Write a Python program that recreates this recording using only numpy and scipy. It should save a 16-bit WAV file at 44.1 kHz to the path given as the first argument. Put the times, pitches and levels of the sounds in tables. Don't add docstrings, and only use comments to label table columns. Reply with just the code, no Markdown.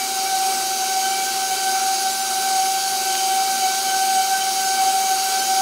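import sys
import numpy as np
from scipy import signal
from scipy.fft import rfft, irfft, next_fast_len
from scipy.io import wavfile
from scipy.ndimage import uniform_filter1d

SR = 44100
rng = np.random.default_rng(int(sys.argv[2]) if len(sys.argv) > 2 else 0)


def boost_factor(decibels):
    exponent = np.asarray(decibels, float) / 20
    return 10 ** exponent


def master(y):
    cut = np.clip(np.atleast_2d(y).T, -1, 1)
    pcm = np.round(cut * 32767)
    wavfile.write(sys.argv[1], SR, pcm.astype(np.int16))


N = 247401
SECONDS = np.arange(N) / SR

WHEEL = 1 / 12
ORBIT_HZ = 1.32
STIFFEN_DB_PER_S = 0.68
LUMP_S = 0.028

# (time [s], load [dB])
LUMPS = [(0.11, -3), (0.28, -2.5), (0.34, 1.53), (0.47, 1.34), (0.82, 2.5), (0.97, 1.72), (1.13, -3),
         (1.31, -2.5), (1.52, 3), (1.58, -2), (1.99, -3.5), (2.07, 1.6), (2.15, -2), (2.25, -2.5),
         (2.47, -1.8), (2.59, 2.3), (2.81, -2.5), (2.89, -1.82), (3.16, -1.58), (3.46, -1.74), (3.57, -2),
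         (3.66, 5), (3.81, -4), (4.07, -1.42), (4.19, 2.5), (4.28, -2.0), (4.53, -1.6), (4.75, -1.8),
         (5.11, 2), (5.44, -3.5)]
# (frequency [Hz], width [Hz], level [dB])
CASTING = [(245, 40, 3), (470, 15, -6), (590, 20, 5), (615, 25, -4), (700, 60, 3), (860, 60, 2),
           (930, 50, -2), (1040, 50, 3), (1090, 30, -3), (1210, 50, -6), (1255, 25, 3), (1370, 40, 2),
           (1400, 25, -3), (1000, 25, -4), (1615, 25, 4), (1810, 40, -3), (2070, 90, -3), (2170, 30, -4)]


def gears(shaft):
    mesh = 5 * shaft
    wheel_angle = WHEEL * shaft

    whine = partial(mesh, rough=0.11, rate=34)
    # (wheel turns [count], level against the whine [dB])
    runout = [(-6, -31), (-3, -22), (-2, -25), (-1, -26), (1, -29), (3, -36)]
    for turns, db in runout:
        whine += boost_factor(db) * partial(mesh + turns * wheel_angle, rough=0.25, rate=6.06)
    octave = partial(2 * mesh, rough=0.3, rate=75)
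    third = partial(3 * mesh, rough=0.45, rate=70)
    fourth = partial(4 * mesh, rough=0.55, rate=90)

    # (level [dB], swing in an orbit [dB], loudest at [s],
    # share of stiffening [ratio], swing in a wheel turn [dB], flutter [dB])
    contact = [
        (-25, 2.5, 0.35, 1.09, 0.5, 0.64),
        (-37.5, 0.9, 0.13, 0.93, 1, 0.9),
        (-50, 4.5, 0.34, .3, 0.3, 2.5),
        (-51.5, 4, 0.21, 1.67, 2.5, 1.5),
    ]
    wheel_swing = np.cos(wheel_angle - 3.3)
    teeth = np.zeros(N)
    for tone, row, moment in zip([whine, octave, third, fourth], contact, tooth_moments()):
        db, swing, loudest_s, share, turn, flutter = row
        level = db + swing * orbit(loudest_s) + share * stiffening_db() + moment
        level = level + turn * wheel_swing + flutter * wobble(30)
        teeth += boost_factor(level) * tone

    # (whine multiple [count], beater gear multiple [count], level [dB rms])
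    beater = [(0, 1, -60), (1, -1, -54), (1, 1, -54), (2, -2, -55), (1, 2, -53), (1, 3, -53), (2, 2, -56),
              (4, -2, -53)]
    beater_angle = 1.3045 * shaft
    for j, k, db in beater:
        teeth += boost_factor(db) * partial(j * mesh + k * beater_angle, rough=0.3, rate=10)
    return teeth


def tooth_moments():
    # (time [s], level [dB])
    skips = [(.28, -4), (.89, -5), (1.01, -2), (1.33, -2), (1.48, -4), (1.565, -6), (1.8, -6), (3.05, -2),
             (3.44, -1.5), (4.92, -3.5), (5.03, -3.5), (5.16, -1), (5.3, -1)]
    # (time [s], level [dB])
    slack = [(0.04, -17), (0.12, -9), (0.23, -17), (0.44, -5.6), (0.68, -8), (0.77, -9), (1.0, -9),
             (1.06, 5), (1.28, 6), (1.37, -8), (1.69, 5), (1.97, -8.1), (2.29, -6.5), (2.63, -6),
             (2.72, -6.6), (2.98, -11), (3.26, -23), (3.47, -3.5), (3.62, -8), (3.82, -8), (3.94, 5.7),
             (4.06, -4.5), (4.27, -5), (4.35, 5), (4.55, -18), (4.85, -8), (4.95, -8), (5.04, -13),
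             (5.23, -11), (5.48, -5.6)]
    # (time [s], third multiple [dB], fourth multiple [dB])
    chatter = [(0.03, 8.5, 5), (0.5, 5.5, 7), (0.88, 3.5, 2.8), (1.06, 1.4, 5.5), (1.15, 2, 5),
               (1.22, 7, -1), (1.3, -1.1, 5.1), (1.43, 2, 5.3), (1.53, 7.5, 6.5), (1.64, 0, 5),
               (2.48, 4, -6), (2.67, 2.1, 4), (3.11, 2.5, 5), (3.21, -3, 5), (3.34, 1.0, 6),
               (3.49, 4.5, 5.5), (3.63, 3, 6.9), (3.69, 10.5, 2.5), (3.89, 5, 5.5), (4.17, 4.5, 3),
               (4.42, 5, 8), (4.75, 5.5, 0.5), (5.05, 5.5, 2), (5.43, 3, 4.5)]
    blade_hz, first_pass_s = 7.54, 0.081
    wiping = 0.5 * np.cos(2 * np.pi * blade_hz * (SECONDS - first_pass_s))
    whine_db = bells(LUMPS, LUMP_S)[0] + bells(skips, 0.0079)[0] + wiping
    octave_db = bells(slack, 0.021)[0]
    third_db, fourth_db = 1.8 * np.array(bells(chatter, 0.03))
    return [whine_db, octave_db, third_db, fourth_db]


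def motor(shaft):
    # (multiple of shaft speed [ratio], level [dB rms], roughness [0-1])
    rotor_tones = [(.5, -70, .2), (2.5, -47, .2), (9, -54, .3), (9.33, -52, .3), (9.5, -51, .2),
                   (12, -61, .2), (14, -55, .2), (14.5, -49, .2), (16, -55, .2), (17.5, -53, .3),
                   (22, -52, .2), (24, -47, .2), (25, -47, .4), (26, -41, .15), (29.5, -48, .3),
                   (30, -43, .2), (32, -40.5, .2), (33, -47.5, .3), (44, -50, .4), (46, -52, .3)]
    # (frequency [Hz], level [dB rms])
    mains = [(60, -69), (240, -57), (251, -61), (360, -47), (480, -59)]
    orders = sum(boost_factor(db) * partial(k * shaft, rough, rate=30) for k, db, rough in rotor_tones)
    hum = sum(boost_factor(db) * partial(2 * np.pi * hz * SECONDS, rough=0.4, rate=12) for hz, db in mains)
    return boost_factor(0.5) * orders + boost_factor(0.6) * hum


def hissing_air(shaft):
    # (frequency [Hz], level per Hz [dB])
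    hiss = [(1500, -32), (2100, -19.5), (2500, -9.5), (3500, -9.5), (4750, -2.5), (6010, -2.5), (6800, -5),
            (7200, -8), (9000, -5), (10300, -7), (11300, -13), (12600, -10), (14000, -15), (15700, -16)]
    # (frequency [Hz], width [Hz], level [dB])
    walls = [(1950, 70, 6), (2260, 160, 5), (2560, 70, -5), (2830, 200, 4), (3070, 90, 4), (3310, 50, -3),
             (4090, 60, -3), (4590, 120, 2.5), (4730, 70, -3), (4970, 60, -6), (5130, 50, -4),
             (6030, 50, 3), (6220, 80, -3), (6860, 90, -3), (7070, 35, 5), (7460, 70, -4), (7580, 45, 4),
             (7850, 150, 3), (8180, 140, -3), (8340, 110, 5), (9250, 40, -4), (9520, 200, -4),
             (9770, 140, 4), (11550, 90, -3), (11810, 170, -4), (12960, 60, -3), (13210, 130, 5),
             (14810, 110, 5), (15700, 60, 1)]
    wheel_angle = WHEEL * shaft
    chop = 1 + 0.11 * np.cos(6 * shaft)
    chop += 0.041 * np.cos(wheel_angle) + 0.034 * np.cos(2 * wheel_angle)
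    chop += 0.027 * np.cos(shaft / 2) + 0.029 * np.cos(shaft)

    def color(f):
        return boost_factor(along(hiss, f) + bumps_db(walls, f) + bumps_db(CASTING, f))

    air = filtered(chop * patchy(depth_db=1.18), color)
    fade_db = -35 - 60 * np.arange(900) / SR / 0.05
    echoes = rng.standard_normal(900) * boost_factor(fade_db)
    air = unit(air + signal.fftconvolve(air, echoes)[:N])
    return boost_factor(-26 + 0.38 * stiffening_db() + 0.17 * wobble(18)) * air


def vent_ring():
    # (frequency [Hz], width [Hz], level [dB])
    vents = [(6322, 55, -1), (6560, 190, 0)]

    def color(f):
        return np.sqrt(sum(boost_factor(2 * db) / (1 + (2 * (f - c) / w) ** 2) ** 2 for c, w, db in vents))

    ring = unit(filtered(patchy(depth_db=1.0), color))
    level = -35 + 0.5 * stiffening_db() + 0.5 * orbit(0.22) + 0.7 * wobble(5)
    return boost_factor(level) * ring


def bearing_rumble():
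    # (frequency [Hz], level per Hz [dB])
    body = [(20, -64), (60, -24), (105, -30.5), (245, -14.5), (300, -19), (410, -7), (500, -21),
            (760, -9.5), (930, -18), (1040, -15), (1400, -9.5), (1820, -22), (2250, -10), (2600, -44)]
    rumble = filtered(patchy(depth_db=1.76), lambda f: boost_factor(along(body, f) + bumps_db(CASTING, f)))
    return boost_factor(-36.5) * unit(rumble)


def dough():
    # (time [s], level [dB])
    slaps = [
        (3.1535, 7.5),
    ]
    blows = np.zeros(N)
    for s, db in slaps:
        blows[round(s * SR)] = boost_factor(db)
    return filtered(blows, lambda f: 1 / (1 + ((f - 2800) / 1200) ** 4))


def stiffening_db():
    return STIFFEN_DB_PER_S * SECONDS


def orbit(peak_s):
    return np.cos(2 * np.pi * ORBIT_HZ * (SECONDS - peak_s))


def bells(table, width_s):
    s, *cols = np.transpose(table)
    t = np.arange(0, N + 64, 64) / SR
    shapes = np.exp(-0.5 * ((t - s[:, None]) / width_s) ** 2)
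    return [np.interp(SECONDS, t, c @ shapes) for c in cols]


def partial(angle, rough, rate):
    angle = angle + 2 * np.pi * rng.random() + rough * wobble(rate)
    return unit((1 + rough * wobble(rate)) * np.cos(angle))


def wobble(rate):
    knots = rng.standard_normal(int(N * rate / SR) + 4)
    return np.interp(np.arange(N) * rate / SR, np.arange(len(knots)), knots)


def patchy(depth_db):
    z = signal.stft(rng.standard_normal(N), nperseg=512)[2]
    field = uniform_filter1d(rng.standard_normal(z.shape), size=6, axis=0)
    field = uniform_filter1d(field, size=16, axis=1)
    return signal.istft(z * boost_factor(depth_db * unit(field)), nperseg=512)[1][:N]


def filtered(x, response):
    m = next_fast_len(N + 8192)
    return irfft(rfft(x, m) * response(np.fft.rfftfreq(m, 1 / SR)), m)[..., :N]


def along(points, hz):
    f, v = np.transpose(points)
    return np.interp(np.log(hz + 1), np.log(f + 1), v)


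def bumps_db(table, f):
    return sum(db / (1 + (2 * (f - c) / w) ** 2) for c, w, db in table)


def unit(x):
    return x / np.sqrt(np.mean(np.abs(x) ** 2) + 1e-20)


def scene():
    shaft_hz, sag_hz_per_db, orbit_sag_hz, slowest_s = 153.4, 0.45, 0.237, 0.14
    gear_hz = shaft_hz - sag_hz_per_db * bells(LUMPS, LUMP_S)[0] - orbit_sag_hz * orbit(slowest_s)
    rotor_hz = uniform_filter1d(gear_hz, size=SR // 10)
    gear, rotor = 2 * np.pi * np.cumsum([gear_hz, rotor_hz], axis=1) / SR
    mono = gears(gear) + motor(rotor) + hissing_air(rotor) + vent_ring() + bearing_rumble() + dough()
    return np.array([mono, mono])


def swap_bands(wide):
    # (time [s], bands swapped [count])
    swaps = [(.345, 1), (1.11, 2), (1.53, 2), (1.6, 2), (1.945, 1), (2.13, 1), (2.155, 1), (2.225, 2),
             (2.855, 2), (3.41, 1), (3.455, 2), (3.78, 2), (4.66, 2), (4.71, 1), (4.8, 2), (5.055, 1),
             (5.22, 2), (5.405, 1), (5.45, 1), (5.61, 1)]
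    frame, frame_start = 1024, 738
    low_hz, high_hz, width_hz = 4300, 14000, 1600
    wide = np.pad(wide, ((0, 0), (0, 2 * frame)))
    rise = np.cumsum(np.kaiser(frame + 1, 4 * np.pi))
    rise = np.sqrt(rise[:-1] / rise[-1])
    window = np.r_[rise, rise[::-1]] * np.sqrt(2 / frame)
    n = np.arange(2 * frame) + (frame + 1) / 2
    times = [s for s, bands in swaps for _ in range(bands)]
    lows = rng.permutation(np.linspace(low_hz, high_hz, len(times)))
    for s, low in zip(times, lows):
        start = frame_start + frame * (round((s * SR - frame_start) / frame) - 1)
        first_bin = round(low * 2 * frame / SR)
        last_bin = round((low + width_hz) * 2 * frame / SR)
        bins = np.arange(first_bin, last_bin)
        basis = window * np.cos(np.pi / frame * np.outer(bins + 0.5, n))
        old = wide[:, start:start + 2 * frame] @ basis.T
        new = np.sqrt(np.mean(old ** 2)) * rng.standard_normal(old.shape)
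        wide[:, start:start + 2 * frame] += (new - old) @ basis
    return wide[:, :N]


def low_pass(x):
    return signal.sosfilt(signal.butter(12, 16990, fs=SR, output="sos"), x)


def record(dry):
    wide = filtered(dry, lambda f: f < 15745)
    mix = swap_bands(wide)
    return low_pass(mix)


dry = scene()
out = record(dry)
master(out)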